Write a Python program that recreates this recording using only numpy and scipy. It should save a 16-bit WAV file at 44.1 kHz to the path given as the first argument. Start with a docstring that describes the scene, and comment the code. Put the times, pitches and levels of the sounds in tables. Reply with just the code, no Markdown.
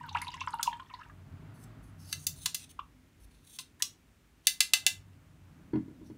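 """A paintbrush is stirred in a tall plastic cup of water, then wiped and tapped on the wall and rim.
Slaps of water make the air in the cup ring and ping, and bubbles chirp. The bristles rasp as they slip,
and the handle makes the thin wall ring. The cup is set down and the table booms.
Traffic rumbles faintly outside the small room."""
import sys
import numpy as np
from scipy import signal
from scipy.fft import rfft, irfft
from scipy.io import wavfile
from scipy.ndimage import uniform_filter1d

SR = 44100
rng = np.random.default_rng(int(sys.argv[2]) if len(sys.argv) > 2 else 0)


def digitize_waveform(pressure):
    """Quantize a signal to 16-bit integers and store it at the path in sys.argv[1].

    Rows of a 2-D input are taken as channels; values are limited to [-1, 1].
    """
    field = np.atleast_2d(pressure).T
    bounded = np.clip(field, -1, 1)
    quanta = np.round(bounded * 32767).astype(np.int16)
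    wavfile.write(sys.argv[1], SR, quanta)


N = 272137

# the plastic wall's own tones; a ring time is how long a tone takes to fade by 60 dB:
# (pitch [Hz], level [dB], ring time [s])
WALL_TONES = [(760, -33, 0.044), (886, -26, 0.11), (1290, -21.5, 0.058), (1603, -16, 0.14),
              (1722.4, -7, .1), (2041, -3.5, 0.19), (2327, -9, 0.12), (2689, 7, 0.07), (2950, -2.5, 0.11),
              (3558, -6, .06), (3650, -4, 0.074), (4230, -9.5, .06), (4240, -17, 0.039), (4370, -12, 0.093),
              (4520, -7, .1), (4580, -3, .13), (4650, -7, .11), (5300, -11.5, 0.06), (5560, -9, 0.074),
              (5700, -8.5, 0.036), (6270, -2.5, 0.15), (8060, -14.5, .04), (7874, -15, 0.064),
              (8630, -3, 0.011), (10370, -9.5, 0.1), (9670, -5.5, .04), (11650, -15, 0.039),
              (15100, -22.5, 0.029)]
# tone colour of something touching the wall: (frequency [Hz], level [dB])
CONTACT_COLOUR = [(300, -67.5), (600, -36), (1400, -19.5), (2000, -24.5), (2700, -10), (3200, -9),
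                  (3700, -4), (4600, -4.5), (5200, -8), (6300, -6.5), (8000, -8.5), (9800, -8.5),
                  (11500, -14.5), (15000, -16)]


def gain_of(db):
    """Turns decibels into a number to multiply by."""
    return 10 ** (np.asarray(db) / 20)


def evened(x):
    """Scales a signal to an average (rms) strength of 1."""
    return x / np.sqrt(np.mean(x ** 2) + 1e-20)


def peak_one(x):
    """Scales a signal so that its biggest swing is 1."""
    return x / abs(x).max()


def read(points, hz):
    """Looks up a table between its frequencies, spaced by octaves."""
    f, value = np.transpose(points)
    return np.interp(np.log(hz + 1), np.log(f + 1), value)


def add(mix, start, sound):
    """Mixes a sound in at a start time in seconds."""
    part = mix[round(start * SR):][:len(sound)]
    part += sound[:len(part)]


def coloured(x, colour, tilt_db=0):
    """Filters by a tone colour table, tilted by tilt_db per octave around 5 kHz."""
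    hz = np.fft.rfftfreq(len(x), 1 / SR)
    return irfft(rfft(x) * gain_of(read(colour, hz) + tilt_db * np.log2((hz + 100) / 5000)), len(x))


def resonate(x, hz, width_hz):
    """Keeps a band around a pitch that may move: shift it to zero, smooth twice, shift back."""
    turn = np.exp(2j * np.pi * np.cumsum(hz * np.ones(len(x))) / SR)
    pole = [1, -np.exp(-np.pi * width_hz / SR)]
    return (turn * signal.lfilter([1], np.convolve(pole, pole), x / turn + 1e-18)).real


def ring(tones, chance, tilt_db, seconds, spot_db):
    """A struck object's fading tones; the spot that is hit favours some of them."""
    hz, db, ring_s = np.transpose(tones)[:, :, None]
    phase, favour = chance[:, :, None]
    t = np.arange(round(seconds * SR)) / SR
    level_db = db + spot_db * favour + tilt_db * np.log2(hz / 5000) - 60 * t / ring_s
    return peak_one((gain_of(level_db) * np.sin(2 * np.pi * (hz * t + phase))).sum(0))


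def plip(hz, fade_s, octaves, spray):
    """A short gliding tone blended with spray, a burst of noise near the same pitch."""
    t = np.arange(round(1.6 * fade_s * SR) + 2) / SR
    tone = np.sin(2 * np.pi * np.cumsum(hz * 2 ** (octaves * t / fade_s)) / SR)
    rise = np.clip(t / (0.059 * fade_s), 0, 1)
    fade = np.exp(-2.2 * (t / fade_s) ** 1.3)
    noise = resonate(rng.standard_normal(6000)[:len(t)] * fade, hz, 0.37 * hz)
    spray = np.clip(spray, 0, 1)
    return (1 - spray) * tone * rise * fade + spray * peak_one(noise)


def hum(hz, width_hz):
    """A wavering tone made from a narrow band of noise."""
    return evened(resonate(rng.standard_normal(N), hz, width_hz))


def hiss():
    """The steady, soft noise of the room and the microphone."""
    # tone colour of the hiss: (frequency [Hz], level [dB])
    colour = [(30, -21), (55, 3), (160, -2), (290, -5.5), (550, -17), (2300, -16.5), (4600, -24.5),
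              (6400, -24.5), (9500, -27), (11000, -29.5), (15500, -29.5)]
    return gain_of(-66) * evened(coloured(rng.standard_normal(N), colour))


def traffic():
    """Engines rumble, drone and throb far away; tyres roar as each car passes."""
    # distant engines: (time [s], rumble [dB], drone pitch [Hz], drone [dB], deep throb [dB])
    engines = [(0, -64, 90.3, -50.5, -66), (.36, -64, 86, -55.5, -68), (.5, -63.5, 95, -60, -66),
               (1.02, -71, 92.5, -66, -67), (1.13, -62, 91, -56, -59), (1.36, -59, 90, -48.5, -61),
               (1.55, -58.5, 105, -51, -65), (1.82, -58, 111, -56, -58.5), (2, -62.5, 96, -54, -61),
               (2.42, -66, 90.6, -51, -62), (2.6, -68.5, 90.7, -63.5, -76), (2.82, -65.5, 92, -65.5, -57.5),
               (3.12, -72, 92, -75, -75), (3.23, -66, 90.5, -71, -51), (3.5, -71.5, 87, -69, -75),
               (3.75, -68.5, 91, -67.5, -69), (4.6, -74.5, 95, -83, -70),
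               (4.849, -68.5, 96.5, -59.5, -67.5), (5.45, -64.5, 92, -61, -67.5),
               (5.6, -59.5, 92.5, -54, -67), (6.17, -56, 92.4, -61, -66)]
    # passing cars: (time when closest [s], level [dB], time to fall 6 dB [s])
    cars = [(1.62, -63, 0.63), (4.85, -69.5, -0.07), (5.651, -71, 0.59)]
    # tone colour of the rumble: (frequency [Hz], level [dB])
    rumble_colour = [(40, -15.5), (70, -9), (130, -5), (200, -7.5), (260, 2), (330, -9), (420, -18),
                     (600, -18.5), (900, -51)]
    # tone colour of the tyres: (frequency [Hz], level [dB])
    tyre_colour = [(240, -22), (400, 7), (526, -21.5), (630, 1), (1020, -0.5), (1380, -0.5), (5000, -22),
                   (6500, -54.5), (11000, -120)]
    t = np.arange(N) / SR
    times, *curves = np.transpose(engines)
    rumble_db, drone_hz, drone_db, throb_db = (np.interp(t, times, curve) for curve in curves)
    nearness = sum(gain_of(db) / (1 + ((t - closest) / fall) ** 2) for closest, db, fall in cars)
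    rumble = evened(coloured(rng.standard_normal(N), rumble_colour))
    roar = evened(coloured(rng.standard_normal(N), tyre_colour))
    drone = hum(drone_hz, width_hz=11) + 0.7 * hum(150, width_hz=45)
    waver_db = evened(uniform_filter1d(uniform_filter1d(rng.standard_normal(N), 3000), 3000))
    whine = gain_of(-13) * hum(625, width_hz=21)
    throb = hum(52, width_hz=22)
    tyres = nearness * gain_of(waver_db) * (roar + whine)
    return gain_of(rumble_db) * rumble + gain_of(drone_db) * drone + gain_of(throb_db) * throb + tyres


def splashing():
    """Stirring makes a random patter of droplets and a murmur of the air in the cup."""
    # strength of the fine splashing: (time [s], level [dB])
    strength = [(0.0, -54.5), (0.146, -60), (0.3, -54), (0.56, -60.5), (0.714, -61), (0.848, -67.5),
                (1.052, -62), (1.15, -91)]
    times, db = np.transpose(strength)
    patter, size = np.zeros(N), round(times[-1] * SR)
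    for hz in np.geomspace(1200, 11000, 24):
        drops = gain_of(8.5 * np.minimum(rng.exponential(1, size), 3))
        drops *= rng.random(size) < 25 / SR  # about 25 a second at each pitch
        droplet = plip(hz, fade_s=25 / hz, octaves=0.21, spray=0.5)
        patter[:size] += signal.oaconvolve(drops, droplet)[:size] * (hz / 1000) ** -0.6
    murmur = gain_of(-4.5) * hum(950, width_hz=58)
    level = gain_of(np.interp(np.arange(N) / SR, times, db, right=-120))
    return level * (patter / patter[:size].std() + murmur)


def slaps():
    """The air above the water rings like a pipe closed at the bottom, with a main and a higher tone."""
    # slaps of water: (time [s], level [dB], pitch [Hz], ring time [s])
    hits = [(.009, -31, 990, 0.041), (.038, -36, 950, .067), (0.055, -42, 922, 0.24),
            (0.085, -33, 1044, .03), (.113, -30.5, 850, 0.036), (.149, -11.5, 955, 0.029),
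            (.164, -21.5, 852, 0.039), (0.219, -27.5, 960, 0.048), (.244, -29, 1020, 0.023),
            (.269, -29.5, 955, 0.057), (.285, -28, 963, 0.05), (0.341, -33.5, 1013, 0.059),
            (.364, -40.5, 942, 0.11), (0.413, -23, 1070, 0.033), (.473, -17.5, 995, .028),
            (.489, -29, 945, 0.036), (.537, -21.5, 918, 0.078), (.593, -24, 938, 0.055),
            (0.657, -32.5, 1060, 0.049), (.675, -9.5, 949.6, 0.037), (0.698, -35, 954, 0.08),
            (.727, -28.5, 949, 0.093), (.797, -37, 1050, 0.077), (0.821, -36.5, 1063, 0.039),
            (.905, -41.5, 1012, 0.063), (0.937, -30, 1010, 0.044), (.988, -36.5, 962, 0.045),
            (1.015, -36.5, 1270, 0.024), (1.06, -44, 940, 0.043), (1.096, -44, 1220, 0.041),
            (2.7912, -18, 1093, 0.02)]
    out, t = np.zeros(N), np.arange(8000) / SR
    for start, db, hz, ring_s in hits:
        rise_s = 0.0051 * (950 / hz) ** 2.8  # higher slaps rise faster
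        swell = np.sin(np.pi / 2 * np.clip(t / rise_s, 0, 1)) ** 2
        surface = evened(uniform_filter1d(rng.standard_normal(len(t)), 300))
        bent_time = np.cumsum(1 + 0.024 * surface) / SR  # the moving surface bends the pitch
        main = np.sin(2 * np.pi * hz * bent_time)
        upper = gain_of(-20 - 30 * t / ring_s) * np.sin(2 * np.pi * 2850 * bent_time)
        add(out, start, swell * gain_of(db - 60 * t / ring_s) * (main + upper))
    return out


def chirps_and_pings():
    """Bubble chirps, and short pings of the cup air's higher tone as water slaps."""
    # bubble chirps and air pings (those near 2800 Hz that come with a slap):
    # (time [s], level [dB], starting pitch [Hz], fade time [s], rise in that time [octaves])
    plips = [(0.035, -40, 1596, 0.048, -0.3), (.064, -48, 13500, 0.0043, .01),
             (0.084, -37.5, 2810, .018, -0.077), (0.092, -31, 3990, 0.0086, -0.25),
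             (0.127, -46.5, 6300, 0.013, -0.14), (.147, -29, 2770, 0.021, -1.02),
             (.155, -21, 1200, .015, 0.91), (.164, -44.5, 8360, .009, -0.15), (.171, -25, 2590, 0.0093, .2),
             (.184, -30, 3090, 0.0087, 0.25), (0.187, -45, 5900, 0.0077, -.09),
             (0.215, -29.5, 1900, 0.012, 0.43), (0.222, -32, 2184, 0.02, -0.07),
             (0.245, -39, 4360, .011, 0.12), (.269, -35, 2700, 0.0081, .1), (.27, -53, 6000, 0.0039, -0.16),
             (0.28, -27, 3740, .0091, -0.0054), (.305, -46, 6900, 0.0041, .05),
             (0.317, -41.5, 4900, 0.016, -.19), (0.331, -38, 2810, .011, .05),
             (.339, -36, 1980, 0.0073, -0.052), (.34, -31.5, 3000, .015, -.2),
             (.341, -40, 6800, .0095, -0.63), (.398, -42, 3150, .016, 0.24),
             (.406, -33, 5650, 0.0089, 0.25), (.407, -27, 2754, 0.025, -.09),
             (0.465, -45, 7700, .006, -0.051), (.4735, -32, 2950, 0.0037, -0.21),
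             (0.4737, -22, 1490, 0.011, -0.49), (.483, -42.5, 5240, 0.01, -0.23),
             (.506, -41.5, 8050, 0.0049, 0.49), (0.53, -41, 3860, 0.012, 0.43),
             (0.535, -29, 1426, 0.014, -0.76), (.542, -39, 9700, .006, 0.42),
             (.595, -27.5, 1480, .019, -0.47), (.607, -43.5, 3200, 0.022, -0.34),
             (0.61, -46, 8270, 0.01, 0.16), (.668, -35, 5350, 0.0079, -0.29),
             (0.671, -28, 2870, 0.01, -0.24), (.716, -42, 3340, .008, -0.23),
             (0.7276, -34, 1760, 0.015, -0.048), (0.73, -35, 3230, 0.017, -0.075),
             (.797, -38.5, 1510, 0.011, -0.21), (.798, -39, 3160, 0.011, 0.09),
             (.9, -46, 2800, .011, -0.21), (.911, -49.5, 2200, 0.02, 0.022),
             (0.938, -36, 3790, 0.014, 0.33), (.948, -45, 1960, 0.016, 0.049),
             (1.017, -42, 1620, 0.017, .22), (1.033, -49, 2770, .012, -.02), (1.098, -47, 1710, 0.01, -0.1),
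             (2.79, -40, 1284, 0.013, 0.38), (2.792, -36, 2805, .011, 0.29),
             (3.8, -51.5, 1030, 0.026, -0.085), (3.802, -42.5, 1757, 0.036, .29),
             (3.827, -46, 1104, .034, .1)]
    out = np.zeros(N)
    for start, db, hz, fade_s, octaves in plips:
        spray = 0.44 + 0.094 * np.log2(hz / 2000)  # higher ones are noisier
        add(out, start, gain_of(db) * plip(hz, fade_s, octaves, spray))
    return out


def taps():
    """The handle rattles against the cup for an instant: a crack, a ringing wall, a knocking handle."""
    # taps: (time [s], level [dB], brightness [dB per octave], contact time [s], wall ring [dB],
    # ring time [factor], handle pitch [Hz], handle knock [dB], first hard touch [dB])
    hits = [(.217, -34, -5, 0.0033, -17, .54, 10160, 1.3, -12),
            (0.6287, -17.5, -0.4, 0.0051, -29, .61, 4770, -5.5, -5.5),
            (2.1268, -18, 1.8, 0.0037, -2.5, 0.63, 1400, -20, -2),
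            (2.2672, -14.5, 6, 0.0061, -4, 0.5, 6300, -11, 0),
            (2.458, -15, -1.5, 0.0061, -3.5, 0.38, 1060, -24, -11),
            (2.5451, -19, 2, 0.008, -5.5, 0.61, 1570, -47, -12),
            (3.587, -28, -4.3, 0.011, -8.5, 0.73, 1037, -24, -8),
            (3.8222, -14, 0.5, 0.0054, -20.5, 0.74, 5740, -2.5, 2.5),
            (4.4698, -3, 3.5, .0029, -7, 0.81, 696, -49, -15.5),
            (4.605, -6.5, 0, 0.003, -2, 0.69, 710, -40, -14.5),
            (4.7349, -5, -0.9, 0.0037, -2, 0.71, 710, -37.5, -14),
            (4.8645, -5, -0.5, 0.0026, -5, .8, 700, -36.5, -14)]
    out, t = np.zeros(N), np.arange(12000) / SR
    lead_s = 0.002
    age = t - lead_s
    for start, db, tilt_db, contact_s, ring_db, ring_factor, knock_hz, knock_db, touch_db in hits:
        rattle = np.exp(-(age / contact_s) ** 2) + 0.39 * np.exp(-t / 0.009)
        rattle *= np.clip(age / 0.0011, 0, 1)
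        spike = np.gradient(np.exp(-((t - 0.0028) / 0.00003) ** 2))
        touch = gain_of(touch_db) * peak_one(coloured(spike, CONTACT_COLOUR))
        crack = peak_one(coloured(rng.standard_normal(len(t)) * rattle, CONTACT_COLOUR, tilt_db))
        tones = np.multiply(WALL_TONES, [1, 1, ring_factor])
        wall = ring(tones, rng.random((2, len(tones))), tilt_db, len(t) / SR, spot_db=6.5)
        wall *= np.clip(age / 0.0016, 0, 1)
        knock = peak_one(resonate(rng.standard_normal(len(t)) * rattle, knock_hz, 0.15 * knock_hz))
        tap = touch + 1.114 * crack + gain_of(ring_db) * wall + gain_of(knock_db) * knock
        tap = coloured(tap, [(450, -27), (680, -0.5)])  # a thin wall gives off little bass
        add(out, start - lead_s, gain_of(db) * tap)
    return out


def wipes():
    """Bristles make many tiny slips in uneven clumps: grainy noise that rasps and rings the wall."""
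    # brush strokes along the wall: (start [s], end [s], first level [dB], last level [dB],
    # brightness [dB per octave], final rasp pitch [Hz])
    strokes = [(0.62, .724, -75, -80, 7, 4200), (1.533, 1.62, -73, -65, 7, 9100),
               (1.606, 1.65, -67, -55.5, 7.5, 7400), (1.821, 1.92, -66, -78, 5, 9600),
               (1.963, 2.144, -71.5, -45.5, 2, 4670), (2.133, 2.261, -66, -49.5, 6, 6000),
               (2.347, 2.479, -60, -43.5, 5.5, 3500), (2.583, 2.655, -54, -51.5, -1, 3500),
               (2.689, 2.722, -62, -49.5, 3, 2730), (3.193, 3.259, -69, -65.5, 6, 10100),
               (3.296, 3.465, -68.5, -78, -1, 3700), (3.428, 3.582, -66.5, -49, 5.5, 3300),
               (3.584, 3.636, -34.5, -67, 4.3, 4000), (3.794, 3.818, -56, -66, 5, 2980),
               (4.425, 4.465, -84, -58, -6, 3000), (6.04, 6.109, -71, -71, 1.1, 5000)]
    out = np.zeros(N)
    for start, end, first_db, last_db, tilt_db, rasp_hz in strokes:
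        size = round((end - start) * SR)
        chance = rng.random((2, len(WALL_TONES)))
        wall = ring(WALL_TONES, chance, 9.5 + tilt_db, seconds=0.0029, spot_db=6.5)
        wall *= np.exp(-np.arange(len(wall)) / SR / 0.0052)  # wet bristles muffle the wall
        grain, clumps, slips = rng.standard_normal((3, 9000))[:, :size]
        grain_db = 2.4 * evened(uniform_filter1d(grain, 60))
        clump_db = 2 * evened(uniform_filter1d(clumps, 600))
        slips = slips * gain_of(grain_db + clump_db)
        glide_hz = rasp_hz * np.geomspace(1.2, 1, size)  # sinks as the bristles bend
        rasp = evened(resonate(slips, glide_hz, width_hz=1200))
        scrape = evened(coloured(slips, CONTACT_COLOUR, tilt_db))
        ringing = evened(signal.oaconvolve(slips, wall)[:size])
        level = gain_of(np.linspace(first_db, last_db, size)) * signal.windows.tukey(size, 0.35)
        add(out, start, level * evened(scrape + 1.2 * ringing + gain_of(-5) * rasp))
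    return out


def table_knocks():
    """The table top booms as the cup is set down; the plastic base adds a dull click."""
    # cup base and hand meeting the table: (time [s], level [dB], click against boom [dB])
    hits = [(5.733, -12, -31.5), (5.7557, -15, -25), (5.778, -30.5, -22), (5.813, -39, -26),
            (5.857, -42, -34), (5.879, -32.5, -40), (5.909, -37.5, -38), (6.013, -32.5, -39),
            (6.099, -28.5, -30.5), (6.145, -43, -37)]
    # tones of the table top and cup base: (pitch [Hz], level [dB], ring time [s])
    tones = [(89, -8.5, 0.17), (126.5, 1.5, 0.21), (175.7, -8, 0.28), (215, 0.5, 0.19), (269.7, 1, 0.27),
             (311.5, 11, 0.092), (380, -10.5, 0.15), (501, -22.5, 0.096), (720, -31.5, 0.075),
             (969, -13.5, .1), (1430, -24, 0.11), (1710, -28, 0.22), (2058, -25.5, 0.11), (2180, -34, 0.2),
             (3300, -33, 0.079), (4400, -24, 0.038)]
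    click_colour = [(300, 5.5), (900, 1.5), (2200, -13.5), (4600, -26), (8000, -49)]
    out, t = np.zeros(N), np.arange(14000) / SR
    swell = np.sin(np.pi / 2 * np.clip(t / 0.0044, 0, 1)) ** 2
    for start, db, click_db in hits:
        chance = rng.random((2, len(tones))) * [[0], [1]]  # every tone starts from rest
        boom = swell * ring(tones, chance, tilt_db=0, seconds=len(t) / SR, spot_db=-2.5)
        click = evened(coloured(rng.standard_normal(len(t)), click_colour))
        click *= gain_of(click_db - 60 * t / 0.08) * np.clip(t / 0.0015, 0, 1)
        add(out, start, gain_of(db) * (boom + click))
    return out


def room(x):
    """Near walls send back a blur of echoes, each frequency band fading at its own speed."""
    # how long the room rings: (frequency [Hz], ring time [s])
    ring_times = [(300, 0.2), (2000, 0.21), (6000, 0.2), (14000, 0.18)]
    hz, t, bands = signal.stft(rng.standard_normal(SR // 2), SR, nperseg=128)
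    fade = gain_of(-60 * t / read(ring_times, hz)[:, None])
    tail = signal.istft(bands * fade, SR, nperseg=128)[1]
    tail = np.append(np.zeros(150), tail)  # a short wait for the first echo
    return signal.fftconvolve(x, tail / np.linalg.norm(tail))[:N]


def scene():
    """Water, brush and table share the room's echo, over the hiss and traffic."""
    water = coloured(slaps() + chirps_and_pings() + splashing(), [(450, -1.5), (750, 0)])
    handle, bristles, table = taps(), wipes(), table_knocks()
    echo = room(gain_of(-10) * water + gain_of(-8.5) * handle + gain_of(-10.5) * (bristles + table))
    return (water + handle + bristles + table + echo + hiss() + traffic())[None]


def record(dry):
    """Turns down the deep bass, dulls the top and cuts off the very highest treble."""
    # overall tone colour: (frequency [Hz], level [dB])
    colour = [(25, -13.5), (45, -0.5), (15600, -0.5), (16000, -25.5)]
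    dulled = coloured(dry[0], colour)[None]
    treble_cut = signal.firwin(511, cutoff=16800, window=("kaiser", 9), fs=SR)
    return signal.oaconvolve(dulled, treble_cut[None], "same")


dry = scene()
out = record(dry)
digitize_waveform(out)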